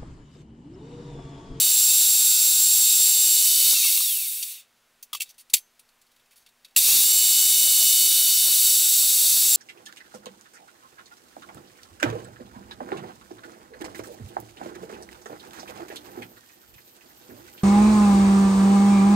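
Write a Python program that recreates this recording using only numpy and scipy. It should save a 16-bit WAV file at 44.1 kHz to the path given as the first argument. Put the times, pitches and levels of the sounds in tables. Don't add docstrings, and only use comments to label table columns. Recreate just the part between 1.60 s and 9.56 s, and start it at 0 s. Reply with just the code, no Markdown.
import sys
import numpy as np
from scipy import signal
from scipy.fft import rfft, irfft
from scipy.io import wavfile
from scipy.ndimage import uniform_filter1d

SR = 44100
rng = np.random.default_rng(int(sys.argv[2]) if len(sys.argv) > 2 else 0)


def magnitude_from_level(level_db):
    exponent = np.asarray(level_db, float) / 20
    return 10 ** exponent


def transcribe(u):
    v = np.clip(np.atleast_2d(u).T, -1, 1)
    q = np.round(v * 32767).astype(np.int16)
    wavfile.write(sys.argv[1], SR, q)


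N = 351036

OFF_S, ON_S = 2.12, 5.1615


def evened(x):
    return x / np.sqrt(np.mean(x ** 2) + 1e-20)


def read(points, hz):
    f, value = np.transpose(points)
    return np.interp(np.log(hz + 1), np.log(f + 1), value)


def columns(rows):
    s, *rest = np.transpose(sorted(rows))
    return [np.interp(np.arange(N) / SR, s, c) for c in rest]


def add(mix, s, sound):
    part = mix[round(s * SR):][:len(sound)]
    part += sound[:len(part)]


def shaped(x, gain):
    return irfft(rfft(x) * gain(np.fft.rfftfreq(len(x), 1 / SR)), len(x))


def drift(per_s):
    width = int(SR / 64 / per_s) + 1
    steps = rng.standard_normal(N // 64 + 2)
    smooth = uniform_filter1d(uniform_filter1d(steps, width), width)
    return np.interp(np.arange(N) / 64, np.arange(len(steps)), evened(smooth))


def still():
    # f/Hz, level/dB per Hz
    hiss_colour = [(18, -49.5), (30, -29.5), (103, -11.5), (145, -10), (239, -12), (280, -15), (328, -10),
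                   (702, -8), (937, -7.5), (1720, -7.5), (16000, -18)]
    # f/Hz, level/dB rms
    hum_lines = [(240.5, -84.5), (721, -93), (1440, -87)]
    hiss = evened(shaped(rng.standard_normal(N), lambda hz: magnitude_from_level(read(hiss_colour, np.maximum(hz, 120)))))
    t = np.arange(N) / SR
    hum = sum(np.sqrt(2) * magnitude_from_level(db) * np.sin(2 * np.pi * hz * t) for hz, db in hum_lines)
    return magnitude_from_level(-66) * hiss + hum


def ridges(hz):
    # f/Hz, width/Hz, level/dB
    resonances = [(2640, 91, -19), (2970, 27, -44.5), (3750, 83, -13.5), (4440, 90, -6.5), (4580, 65, -4),
                  (5510, 170, -13), (5700, 100, -15.5), (6210, 99, -13), (6700, 19, -15), (7040, 84, -17.5),
                  (7580, 49, 0), (8370, 97, -13), (8915, 77, -5), (9670, 180, -9), (10500, 60, -6),
                  (11280, 330, -8), (12300, 250, -9), (14250, 80, -7), (15400, 160, -6),
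                  (2632, 41, -7.5), (2135, 70, -11), (2300, 60, -15), (3300, 79, -13.5), (3576, 37, -7.5),
             (3770, 41, -9), (4000, 22, -11), (4330, 100, -8), (4810, 43, -13)]
    # f/Hz, width/Hz, depth (0-1)
    notches = [(3000, 60, .5), (3497, 70, .6), (3684, 32, .7), (4140, 120, .65), (4485, 60, .4),
               (4950, 60, .4)]
    power = 1
    for f, width, db in resonances:
        if not 7450 < f < 7750:
            power = power + magnitude_from_level(db + 12.5) ** 2 / (1 + (2 * (hz - f) / width) ** 2)
    gain = np.sqrt(power)
    for f, width, depth in notches:
        gain = gain * (1 - np.clip(depth, 0, .95) / (1 + (2 * (hz - f) / width) ** 2))
    return gain


def ring(hz, t60, seconds=.35):
    t = np.arange(int(seconds * SR)) / SR
    return np.sin(2 * np.pi * hz * t) * magnitude_from_level(-60 * t / max(t60, .005)) * np.minimum(t / .002, 1)


def burst(ring_hz, t60, rise, tilt, hold):
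    t = np.arange(int(.35 * SR)) / SR

    def colour(hz):
        swell = 1 + 1.8 / (1 + ((hz - ring_hz) / 250) ** 2)
        no_bass = 1 / np.sqrt(1 + (2500 / (hz + 1)) ** 10)
        return ridges(hz) * swell * ((hz + 1) / 6000) ** tilt * no_bass

    noise = evened(shaped(rng.standard_normal(len(t)), colour))
    after = np.maximum(t - max(hold, 0), 0)
    fall = magnitude_from_level(-60 * after / np.clip(t60, .01, .4)) + magnitude_from_level(-31.5 - 60 * after / .2)
    return 0.32 * noise * np.minimum(t / max(rise, .0003), 1) * fall


def metal():
    # t/s, peak level/dB, ring f/Hz
    clicks = [(2.826, -13.5, 6000), (3.566, -32, 3630), (3.7414, -51, 6200), (3.898, -32.5, 10700),
              (3.966, -18, 11400), (3.979, -26, 9140), (4.193, -39, 9170), (4.2887, -50, 4440),
              (4.414, -46, 7500), (4.465, -53, 4440), (4.5144, -52, 3770), (4.5614, -50, 3820),
              (4.596, -53, 3620), (4.658, -57, 2410), (4.887, -49, 3930), (5.0824, -51, 3720),
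              (5.108, -54, 3960), (5.147, -49, 4200)]
    # t/s, peak level/dB, ring f/Hz, rise/s
    blows = [
        (3.5995, -16.5, 3000, .009),
        (3.6167, -12.5, 7680, .002),
        (3.9347, 2.5, 7540, .005),
    ]
    # t/s, peak level/dB, ring f/Hz, brightness slope, hold/s
    scrapes = [
        (3.426, -26.5, 6200, 0.49, .0034),
        (3.656, -46, 3750, -.44, .031),
        (3.690, -38.5, 6000, -.2, .018),
        (3.780, -39, 9400, -0.14, .033),
        (4.708, -50, 2440, -0.23, 0.027),
        (4.757, -46.5, 9800, -0.2, 0.028),
        (4.79, -55, 6500, -.2, .04),
        (4.862, -40.5, 3700, -0.82, .004),
        (5.046, -36.5, 3900, -.8, 0.0067),
    ]
    dull_per_db = .006
    out = np.zeros(N)
    for s, db, hz in clicks:
        add(out, s, magnitude_from_level(db) * burst(hz, .062, .002, dull_per_db * db, .0036))
    for s, db, hz, rise in blows:
        add(out, s, magnitude_from_level(db) * burst(hz, .055, rise, dull_per_db * db, rise + .001))
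    for s, db, hz, tilt, hold in scrapes:
        add(out, s, magnitude_from_level(db) * burst(hz, .062, .002, tilt, hold))
    return out


def board():
    # t/s, peak level/dB, ring f/Hz, t60/s, crack against the ring/dB
    raps = [
        (2.248, -37, 1190, 0.049, 16),
        (2.373, -44.5, 1170, 0.066, 20),
        (2.404, -38, 1175, 0.057, 5),
        (3.53, -31, 1210, 0.05, 9.5),
        (3.548, -28.5, 1150, 0.04, 5),
    ]
    # ratio to ring, level/dB, share of t60
    modes = [(1, 3, 0.69), (.86, -6, 0.7), (0.48, -22, .9), (3.5, -6, 0.43), (2.9, -0.5, .6)]
    out = np.zeros(N)
    for s, db, hz, t60, crack_db in raps:
        knock = sum(magnitude_from_level(mode_db) * ring(ratio * hz, share * t60) for ratio, mode_db, share in modes)
        crack = magnitude_from_level(crack_db + 4.5) * burst(2.7 * hz, 0.07, 0.00085, -0.18, .003)
        add(out, s, magnitude_from_level(db) * (knock + crack))
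    return out


def fittings():
    # t/s, level/dB
    hits = [
        (3.569, -43),
        (3.605, -30),
        (3.619, -33),
    ]
    # f/Hz, level/dB, t60/s
    fence = [(2300, -7, 0.046), (2680, 2, 0.067), (3300, -6, .04), (3700, -10, .05), (4500, -5, .05),
             (7600, 2, 0.06), (9500, -2, 0.053)]
    # f/Hz, level/dB, t60/s
    lever = [(6261, -44, .3), (12500, -45.5, .25),  (2730, -18, 0.032), (3615, -19, 0.036),
             (5090, -22, 0.047)]
    # f/Hz, level/dB, t60/s
    clunk = [(2750, -10, 0.026), (1890, -31, .05), (7640, -14, 0.14)]
    # t/s, f/Hz, level/dB, t60/s
    flares = [
        (2.161, 2680, -26, 0.087),
        (2.225, 2210, -40, .09),
        (2.238, 2670, -24, 0.099),
        (2.372, 2750, -27, .07),
    ]
    lever_s, clunk_s = 3.937, 5.162
    out = np.zeros(N)
    for s, db in hits:
        add(out, s, magnitude_from_level(db) * sum(magnitude_from_level(d + 2.6 * rng.standard_normal()) * ring(hz, t60) for hz, d, t60 in fence))
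    for s, modes in ((lever_s, lever), (clunk_s, clunk)):
        add(out, s, sum(magnitude_from_level(db) * ring(hz, t60) for hz, db, t60 in modes))
    for s, hz, db, t60 in flares:
        add(out, s, magnitude_from_level(db) * ring(hz, t60))
    u = np.arange(-60, 61) / 12
    add(out, lever_s + 0.0011, magnitude_from_level(-31) * u * np.exp(-u ** 2))
    heave = (np.sin(np.pi * np.arange(300) / 105) + .1) * np.hanning(300)
    add(out, lever_s, magnitude_from_level(-36) * heave)
    return out


def motor():
    # t/s, whine f/Hz, whine level/dB, gear level/dB, shaft level/dB
    first_cut = [
        (0.0, 7609, -26, -40, -62),
        (0.25, 7572, -22, -49, -59),
        (0.65, 7582, -22, -55, -56),
        (0.9, 7600, -24, -56, -56),
        (1.05, 7574, -22, -47, -56),
        (1.4, 7582, -22, -45, -62),
        (1.72, 7550, -23, -41, -63),
        (1.88, 7686, -28, -38, -61),
        (2.11, 7708, -30, -38, -62),
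    ]
    second_cut = [
        (5.4, 7635, -22, -40, -66),
        (5.6, 7635, -22, -36, -64),
        (5.75, 7640, -26, -35, -61),
        (6.3, 7609, -26, -34, -61),
        (6.55, 7642, -31, -36, -59),
        (6.9, 7646, -31, -38, -59),
        (7.1, 7670, -25, -40, -58),
        (7.72, 7672, -28, -58, -63),
        (7.86, 7655, -28, -50, -63),
        (7.96, 7580, -21, -45, -62),
    ]
    # f/Hz, level/dB
    coast_whine = [(1900, -85), (2120, -55), (2700, -46), (3040, -39), (3850, -34), (4300, -44),
                   (5500, -43), (7500, -35)]
    drag_per_s, friction_hz = 1.75, 1260
    spin_up_s, spin_up_bend = .0545, .81
    t = np.arange(N) / SR
    run_hz, whine_db, gear_db, shaft_db = columns(first_cut + second_cut)
    off, on = np.maximum(t - OFF_S, 0), np.maximum(t - ON_S, 0)
    resting = (t > OFF_S) & (t < ON_S)
    coast_hz = (first_cut[-1][1] + friction_hz) * np.exp(-drag_per_s * off) - friction_hz
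    lag_khz = (t >= ON_S) * run_hz * np.exp(-(on / spin_up_s) ** spin_up_bend) / 1000
    hz = np.where(resting, np.maximum(coast_hz, 0), run_hz - 1000 * lag_khz)
    slack_db = -500 * np.maximum(off - .16, 0)
    dead_db = -18 * np.exp(-((hz - 7335) / 90) ** 2)
    whine_db = np.where(resting, read(coast_whine, hz), whine_db - 13 * lag_khz + dead_db)
    gear_db = np.where(resting, -43.5 + slack_db, gear_db - 2.5 * lag_khz ** 3 + 0.308 * dead_db)
    shaft_db = np.where(resting, -60 + slack_db, shaft_db - 9 * lag_khz)
    return hz, whine_db, gear_db, shaft_db


def effort(hz):
    # level/dB, low/dB, treble/dB, crackle/dB
    cut_rush = [(-24.5, -13, 4.5, -55.5), (-24.5, -13.5, 5, -54)]
    # share of full speed, level/dB, low against it/dB, treble against it/dB
    coast_rush = [(.05, -85, 3.5, -11), (.085, -54, 1.5, 3), (.125, -45, -3, 7.5), (.19, -42, -4, 10),
                  (.42, -32.5, -7.5, 9), (.53, -28.5, -10.5, 5.5), (.7, -26, -7.5, 6),
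                  (.86, -24.5, -13, 2.5), (.97, -23.5, -10, 2)]
    # t/s, swell/dB
    spits = [
        (1.4, 4.6),
        (1.94, 6),
        (2.135, 5),
        (2.205, 12),
        (2.302, 7.4),
        (5.17, 11),
        (5.8, 3.6),
        (6.19, 3.5),
        (7.83, 4.3),
    ]
    t = np.arange(N) / SR
    on = np.maximum(t - ON_S, 0)
    before, after = t < ON_S, t >= ON_S

    strain_s, strain_fade_s = .15, .41
    strain_db = (2, 2, -0.5, 11.5)
    hump = (on / strain_s) ** 2 * np.exp(1 - (on / strain_s) ** 2)
    fade = np.exp(-on / strain_fade_s) * np.minimum(on / strain_s, 1)
    strain = .5 * hump + .5 * fade
    running = [np.where(before, a, b + c * strain) for a, b, c in zip(*cut_rush, strain_db)]
    level_db, low_db, treble_db, crackle_db = running

    freed_s, freed_db = 1.63, 1.2
    level_db = level_db + before * freed_db * np.clip((t - freed_s) / (OFF_S - freed_s), 0, 1)

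    surge_s = .032
    surge_db = 3.5 - 60 * on - 30 * np.maximum(1 - on / .0021, 0)
    dip_db = -3.5 * np.exp((surge_s - on) / .02)
    level_db = level_db + after * np.where(on < surge_s, surge_db, dip_db)
    early = after * np.exp(-on / .08)
    low_db, treble_db, crackle_db = low_db + 8.8 * early, treble_db + 1.3 * early, crackle_db - 14 * early

    share, *laws = np.transpose(coast_rush)
    laws = [np.interp(hz / 7600, share, law) for law in laws]
    laws.append(-72 + .3 * (laws[0] - cut_rush[0][0]))
    resting = (t > OFF_S + .025) & before
    out = [np.where(resting, law, run) for law, run in zip(laws, (level_db, low_db, treble_db, crackle_db))]
    spit_db = sum(db * np.exp(-((t - s) / .015) ** 2) for s, db in spits)
    return *out[:3], out[3] + spit_db + 0.5 * drift(8)


def body(hz):
    # f/Hz, level/dB per Hz
    colour = [(710, -60.5), (1200, -34.5), (1870, -27), (2900, -9), (3160, -14), (3670, -1.5), (4460, -6),
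              (4970, -5.5), (5530, -3.5), (7240, -2), (7800, 3.5), (8500, 1), (15700, 3)]
    return magnitude_from_level(read(colour, hz)) * ridges(hz)


def rush():
    level_db, low_db, treble_db, crackle_db = effort(motor()[0])
    air = shaped(rng.standard_normal(N), body)
    low = shaped(air, lambda hz: 1 / (1 + (hz / 3200) ** 12))
    treble = shaped(air, lambda hz: 1 - 1 / (1 + (hz / 7300) ** 8))
    middle = evened(air - low - treble)
    air = evened(low) * magnitude_from_level(low_db - 3.5) + middle + evened(treble) * magnitude_from_level(treble_db + 1.5)
    click_gain = magnitude_from_level(3.0 * np.minimum(rng.exponential(1, N), 5))
    clicks = rng.standard_normal(N) * click_gain * (rng.random(N) < 3500 / SR)
    clicks = clicks * magnitude_from_level(1.2 * drift(60))
    crackle = evened(shaped(clicks, lambda hz: 1 / np.sqrt(1 + (hz / 2500) ** 4)))
    return air * magnitude_from_level(level_db + 0.34 * drift(14)) + crackle * magnitude_from_level(crackle_db + 3.0)


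def tones():
    # multiple of the whine, level against the gear tone/dB, fuzz/rad
    gears = [(0.285, -22, .3), (0.2946, -16.5, .3), (0.381, -15, .3), (0.3899, 0.5, 0.26), (0.4846, -2, .6),
             (.579, 0.5, .7), (.779, -5.5, 1.1), (1.169, -1.5, 1.1)]
    # multiple of the whine, level against the shaft tone/dB, fuzz/rad
    shaft = [(0.0948, -11, .2), (0.1891, 0.5, .2)]
    # multiple of the whine, level against the whine/dB, fuzz/rad
    sidebands = [(0.9056, -21, .4), (1.0138, -17, .4)]
    hz, whine_db, gear_db, shaft_db = motor()
    grid = np.arange(0, SR / 2, 10)
    ridge_db = 20 * np.log10(ridges(grid))
    turns = np.cumsum(hz * (1 + 0.00118 * drift(40))) / SR
    sweeping = np.clip(1 - hz / 7400, 0, .25) * 4
    whine_gain = magnitude_from_level(whine_db + (1.0 + .6 * sweeping) * drift(50))
    out = whine_gain * np.sin(2 * np.pi * turns + .3 * sweeping * drift(90))
    for level_db, orders in ((gear_db, gears), (shaft_db, shaft), (whine_db, sidebands)):
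        for multiple, db, fuzz in orders:
            waver_db = 1.2 * drift(15) + 2.5 * fuzz * drift(60) - 2.2 * fuzz * sweeping
            room_db = 1.2 * sweeping * np.interp(multiple * hz, grid, ridge_db)
            tone = np.sin(2 * np.pi * multiple * turns + fuzz * drift(45))
            out = out + magnitude_from_level(level_db + db + waver_db + room_db) * tone
    return np.sqrt(2) * out


def scene():
    mono = still() + metal() + board() + fittings() + rush() + tones()
    return np.array([mono, mono])


def flecks(mono):
    # t/s, low f/Hz, high f/Hz
    patches = [(.295, 14500, 15940), (.295, 12400, 14050), (.71, 6290, 7700), (1.755, 10300, 14100),
               (2.8, 10300, 11900), (3.195, 7700, 9700), (3.195, 4400, 5200), (4.17, 7600, 9000),
               (5.8, 5150, 6400), (6.22, 14400, 16000), (6.31, 6300, 7650), (7.03, 10300, 11900),
               (7.05, 11700, 13300), (7.19, 9600, 11200), (7.19, 6300, 7640), (7.725, 5700, 7000),
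               (7.91, 5700, 7700)]
    side, window = np.zeros(N), signal.windows.kaiser(2048, 6)
    for s, low_hz, high_hz in patches:
        start = round(s * SR) - 1024
        patch = shaped(mono[start - 700:][:2048], lambda hz: (hz > low_hz) & (hz < high_hz))
        add(side, start / SR, magnitude_from_level(-5.0) * patch * window)
    return side


def roll_off(x):
    return signal.sosfilt(signal.butter(12, 16790, fs=SR, output="sos"), x)


def record(dry):
    dry = 0.94 * np.tanh(dry / 0.92)
    edge = signal.firwin(1023, 15740, window=("kaiser", 9), fs=SR)
    edged = signal.oaconvolve(dry, edge[None], "same")
    mix = edged + np.outer([1, -1], flecks(edged[0]))
    return roll_off(mix)


dry = scene()
out = record(dry)
transcribe(out)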